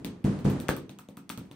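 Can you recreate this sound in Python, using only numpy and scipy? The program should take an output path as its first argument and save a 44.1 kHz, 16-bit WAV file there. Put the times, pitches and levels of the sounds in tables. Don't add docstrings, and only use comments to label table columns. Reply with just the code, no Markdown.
import sys
import numpy as np
from scipy import signal
from scipy.io import wavfile

SR = 44100
rng = np.random.default_rng(int(sys.argv[2]) if len(sys.argv) > 2 else 0)


def gain_from_decibels(decibels):
    exponent = np.asarray(decibels, float) / 20
    return 10 ** exponent


def dump(signal):
    limited = np.clip(np.atleast_2d(signal).T, -1, 1)
    pcm = np.round(limited * 32767).astype(np.int16)
    wavfile.write(sys.argv[1], SR, pcm)


N = 68355


def read(points, hz):
    table_hz, value = np.transpose(points)
    return np.interp(np.log(hz + 1), np.log(table_hz + 1), value)


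def add(mix, start_s, sound, pan_db):
    lag_s_per_db, widest_db = .000012, 5.0
    pan_db = np.clip(pan_db, -widest_db, widest_db)
    for channel, side in zip(mix, (.5, -.5)):
        start = max(round((start_s - side * pan_db * lag_s_per_db) * SR), 0)
        part = channel[start:][:len(sound)]
        part += sound[:len(part)] * gain_from_decibels(side * pan_db)


def ring(hz, db, t60, length_s):
    t = np.arange(0, length_s, 1 / SR)[:, None]
    fading = gain_from_decibels(db - 60 * t / np.maximum(t60, .002))
    return (fading * np.sin(2 * np.pi * hz * t)).sum(1)


# frequency in Hz, likeness from 0 to 1.
LIKENESS = [(100, .995), (250, .96), (500, .6), (1500, .25), (10000, .02)]


def stereo_noise(gain_db):
    frames, hz = N // 128 + 5, np.fft.rfftfreq(512, 1 / SR)[:, None]
    a, b, c, d = rng.standard_normal((frames, 257, 4)).T
    likeness = np.clip(read(LIKENESS, hz), 0, 1)
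    shared = np.sqrt(1 + likeness) * (a + 1j * b)
    different = np.sqrt(1 - likeness) * (c + 1j * d)
    spectra = np.array([shared + different, shared - different])
    spectra = spectra * gain_from_decibels(gain_db(hz, np.arange(frames) * 128 / SR))
    return signal.istft(spectra, nperseg=512, noverlap=384)[1][:, :N]


# start in seconds, level in dB, left-right in dB,
# brightness in dB per octave.
TICKS = [(0.046, -20.5, 9, -2), (0.2423, -30.5, 1, -0.5), (0.3082, -56, -1.5, 0.4), (0.3898, -34.5, -3, -3),
         (0.4454, -34, -11, -5), (0.447, -35, -2.5, 6), (0.4997, -25.5, 11, 4.5), (0.6006, -22, 1.5, 3),
         (0.6837, -16.5, 12, -1), (0.6898, -14.5, -7, 0), (0.7653, -25, -8, 3), (0.8935, -33.5, 12, -3.5),
         (0.9871, -28, -12, 9.5), (1.0867, -37, 3, -0.8), (1.1701, -31, 2, 6), (1.293, -19, 2.5, 0),
         (1.3008, -20.5, 7.0, 4.5), (1.3752, -26, -11, 1.1), (1.4525, -48, 13, 1), (1.5129, -36.5, -2, -5)]
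# frequency in Hz, level in dB, seconds to die by 60 dB.
TIP_TONES = [(2800, -8, .004), (3600, -1, .004), (4500, -6, .003), (6200, -4, .003), (8400, -1, .003),
             (10500, -7, .003), (12500, -4, .003), (14000, -5, .002)]


def ticks():
    level_trim_db, chatter_s, spread_db = 0.1, .001, 1.5
    lag_s, to_room_db = .0007, -8.0
    near, far = np.zeros((2, N)), np.zeros((2, N))
    hz, db, t60 = np.transpose(TIP_TONES)
    luck = rng.standard_normal((len(TICKS), 2, len(TIP_TONES)))
    grit = rng.standard_normal((len(TICKS), 200))
    for (start_s, level_db, pan_db, tilt_db), (detune, uneven), grains in zip(TICKS, luck, grit):
        chatter = grains ** 3 * np.exp(-np.arange(200) / (chatter_s * SR / 2))
        chatter[0] = -2 * abs(chatter).max()
        tilted_db = db + np.clip(tilt_db, -4, 4) * np.log2(hz / 6000)
        tones = ring(hz * (1 + detune / 30), tilted_db + spread_db * uneven, t60, .02)
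        sound = np.convolve(chatter, tones)
        sound = gain_from_decibels(level_db + level_trim_db) * sound / abs(sound).max()
        click = ring(hz, tilted_db, t60 / 3, .01)
        click = gain_from_decibels(to_room_db) * click * np.linalg.norm(sound) / np.linalg.norm(click)
        add(near, start_s + lag_s, sound, pan_db)
        add(far, start_s + lag_s, click, 0)
    return near, far


BARREL_TO_ROOM_DB = -8.5
# start in seconds, level in dB, left-right in dB,
# pitch ratio set by the free length.
KNOCKS = [(0.049, -45, 7, 1.01), (0.245, -69, -5, 1.8), (0.448, -59, 7, 1.65), (0.69, -19.5, 9, 1.256),
          (.770, -29.5, 6, 0.923), (.896, -38, 4, 0.497), (0.9913, -36, 5, 0.998), (1.088, -37.5, 7, 0.43),
          (1.1742, -35.5, -3, .99), (1.300, -26, 8.5, 0.97), (1.380, -37.5, -13, 1),
          (1.514, -41.5, 56, 0.81)]
# frequency in Hz, level in dB, seconds to die by 60 dB.
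BARREL_TONES = [(550, -21, 0.01), (765, -2, 0.028), (1028, 11.5, 0.0098), (1249, 12, 0.012),
                (1550, -6.5, 0.013), (1860, -29, 0.0035), (2586, 0, 0.015), (2940, -17, .01)]


def knocks():
    level_trim_db, rise_s = -2, .0012
    out = np.zeros((2, N))
    hz, db, t60 = np.transpose(BARREL_TONES)
    for start_s, level_db, pan_db, pitch_ratio in KNOCKS:
        sound = ring(hz * pitch_ratio, db, t60, .06)
        sound = sound * np.minimum(np.arange(len(sound)) / SR / rise_s, 1)
        add(out, start_s, gain_from_decibels(level_db + level_trim_db) * sound / abs(sound).max(), pan_db)
    return out, gain_from_decibels(BARREL_TO_ROOM_DB) * out


# start in seconds, level in dB, contact time in seconds,
# place along the top from 0 to 1.
THUDS = [(.008, -41, 0.0019, 0.59), (0.047, -25.5, .0015, 0.75), (0.244, -19, 0.00255, 0.24),
         (0.311, -29.5, 0.0015, 0.45), (.448, -18, 0.0026, .05), (0.5, -31.5, 0.0025, 0),
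         (0.599, -39, 0.00067, 0), (0.689, -28.5, 0.0016, 0.9), (0.768, -67, 0.001, 0.66),
         (.895, -44.5, 0.0017, .3), (.992, -39.5, 0.0033, 0.7), (1.088, -42, 0.0019, 0.58),
         (1.173, -38, 0.0011, 0.75), (1.295, -48, 0.0033, 0.8), (1.301, -33.5, 0.0016, 0.73),
         (1.376, -27.5, 0.0037, 0.72), (1.512, -40.5, 0.00058, 0.88)]
# frequency in Hz, level in dB, seconds to die by 60 dB,
# half waves along the top.
TOP_TONES = [(55.6, -41, 0.042, 0.69), (81.5, -40, 0.16, .4), (122, -17, 0.27, 0.82), (143.56, 5, 0.47, .7),
             (178.06, -13.5, 0.48, 0.27), (200.4, 3.5, 0.37, 0.58), (226.6, -9, .3, 0.25),
             (244.1, -2, 0.26, 0.3), (274.7, -5.5, 0.225, 0.034), (329, -24, 0.59, 1),
             (339, -11.5, 0.5, 0.94), (407, -22, 0.6, 0.91), (466, -19.5, 0.2, 0.38), (542, -17, 0.6, 0.71)]


def thuds():
    swell_s, swell_start = .012, .5
    out = np.zeros((2, N))
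    hz, db, t60, half_waves = np.transpose(TOP_TONES)
    for start_s, level_db, contact_s, place in THUDS:
        push = np.sin(np.pi * np.clip(np.arange(400) / SR / max(contact_s, 1e-4), 0, 1))
        movement = abs(np.cos(np.pi * half_waves * place)) + 0.059
        tones = ring(hz, db + 20 * np.log10(movement), t60, .7)
        tones = tones * (1 - (1 - swell_start) * np.exp(-np.arange(len(tones)) / SR / swell_s))
        add(out, start_s, -gain_from_decibels(level_db) * np.convolve(push / push.sum(), tones), 0.3)
    return out


# start in seconds, level in dB,
# width in seconds (below zero is a pull), left-right in dB.
SLAPS = [
    (0.6907, -8, .0012, 1.3),
    (0.6915, -14.5, -0.0056, 2.9),
    (1.3000, -26, -0.00035, 14),
]


def slaps():
    out = np.zeros((2, N))
    for start_s, level_db, width_s, pan_db in SLAPS:
        u = np.arange(1200) / SR / abs(width_s)
        puff = np.sign(width_s) * gain_from_decibels(level_db) * (1 - u) * np.exp(-u)
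        add(out, start_s, puff * np.minimum(u * 10, 1), pan_db)
    return out


# frequency in Hz, level in dB.
FRAME_LEVEL = [(300, -11.5), (500, -23.5), (1000, -34.5), (2500, -45), (5000, -51), (9000, -52.5),
               (15000, -74)]
# frequency in Hz, seconds to die by 60 dB.
FRAME_T60 = [(400, .6), (1200, .95), (3000, .9), (6000, .7), (12000, .55)]


def frame_ring():
    level_trim_db, db_per_db, earlier_db = -13.0, 2.2, -25.5
    out, rise = np.zeros((2, 2 * N)), np.minimum(np.arange(N) / SR / 0.0039, 1)

    def fading_db(hz, t):
        return read(FRAME_LEVEL, hz) - 60 * t / read(FRAME_T60, hz)

    tails = [rise * stereo_noise(fading_db) for _ in range(3)]
    for k, (start_s, level_db, _, _) in enumerate(THUDS):
        gain = gain_from_decibels(level_trim_db + db_per_db * (level_db + 16))
        out[:, round(start_s * SR):][:, :N] += gain * tails[k % 3]
    earlier = np.pad(tails[2][:, 400:], [(0, 0), (0, 400)])
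    return out[:, :N] + gain_from_decibels(level_trim_db + earlier_db) * earlier


# delay in seconds, level in dB.
EARLY = [(.003, -23.5), (.0055, -41), (.009, -3), (.012, -53), (.023, -10), (.03, -16.5)]
# frequency in Hz, seconds to die by 60 dB.
ROOM_T60 = [(100, 0.45), (260, 0.69), (700, 0.24), (1840, .25), (4850, 0.29), (12800, 0.13)]
# frequency in Hz, level in dB.
ROOM_LEVEL = [(100, -3.5), (400, 7), (1500, 6.5), (5000, 7), (14000, 10.5)]


def room(direct, send, wall_db):
    wall_s = .0172
    tail = stereo_noise(lambda hz, t: read(ROOM_LEVEL, hz) - 60 * t / read(ROOM_T60, hz))
    plain = stereo_noise(lambda hz, t: -60 * t / read(ROOM_T60, hz))
    tail = tail / np.linalg.norm(plain[0]) * np.minimum(np.arange(N) / SR / 0.0065, 1)
    for k, (delay_s, db) in enumerate(EARLY):
        tail[k % 2, round(delay_s * SR)] += gain_from_decibels(db) * (-1) ** (k // 2)
    tail[:, round(wall_s * SR)] += gain_from_decibels(wall_db)
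    return direct + signal.fftconvolve(send.mean(0)[None], tail, axes=1)[:, :N]


# frequency in Hz, level in dB per Hz.
HUSH = [(18, -48), (30, -18), (252, 0), (584, -18), (937, -13), (1670, -25), (1960, -21), (3870, -35),
        (16000, -43)]


def hush():
    noise = stereo_noise(lambda hz, t: read(HUSH, hz) + 0 * t)
    return gain_from_decibels(-62.0) * noise / noise.std()


def scene():
    wall_db, wall_bass_db, top_to_room_db = -5.5, 6.0, -15.0
    top, (barrel, barrel_send), air = thuds(), knocks(), slaps()
    tips = room(*ticks(), wall_db)
    barrels = room(barrel + air, barrel_send + gain_from_decibels(BARREL_TO_ROOM_DB) * air, wall_db)
    table = room(top, gain_from_decibels(top_to_room_db) * top, wall_bass_db)
    return tips + barrels + table + frame_ring() + hush()


def roll_off(x):
    return signal.sosfilt(signal.butter(12, 16620, fs=SR, output="sos"), x)


def record(dry):
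    low_cut_hz, edge_hz = 79, 15800
    bass_cut = signal.butter(2, low_cut_hz, "high", fs=SR, output="sos")
    treble_cut = signal.firwin(255, edge_hz, window=("kaiser", 9), fs=SR)
    mix = signal.sosfilt(bass_cut, dry)
    mix = signal.oaconvolve(mix, treble_cut[None], "same")
    return roll_off(mix)


dry = scene()
out = record(dry)
dump(out)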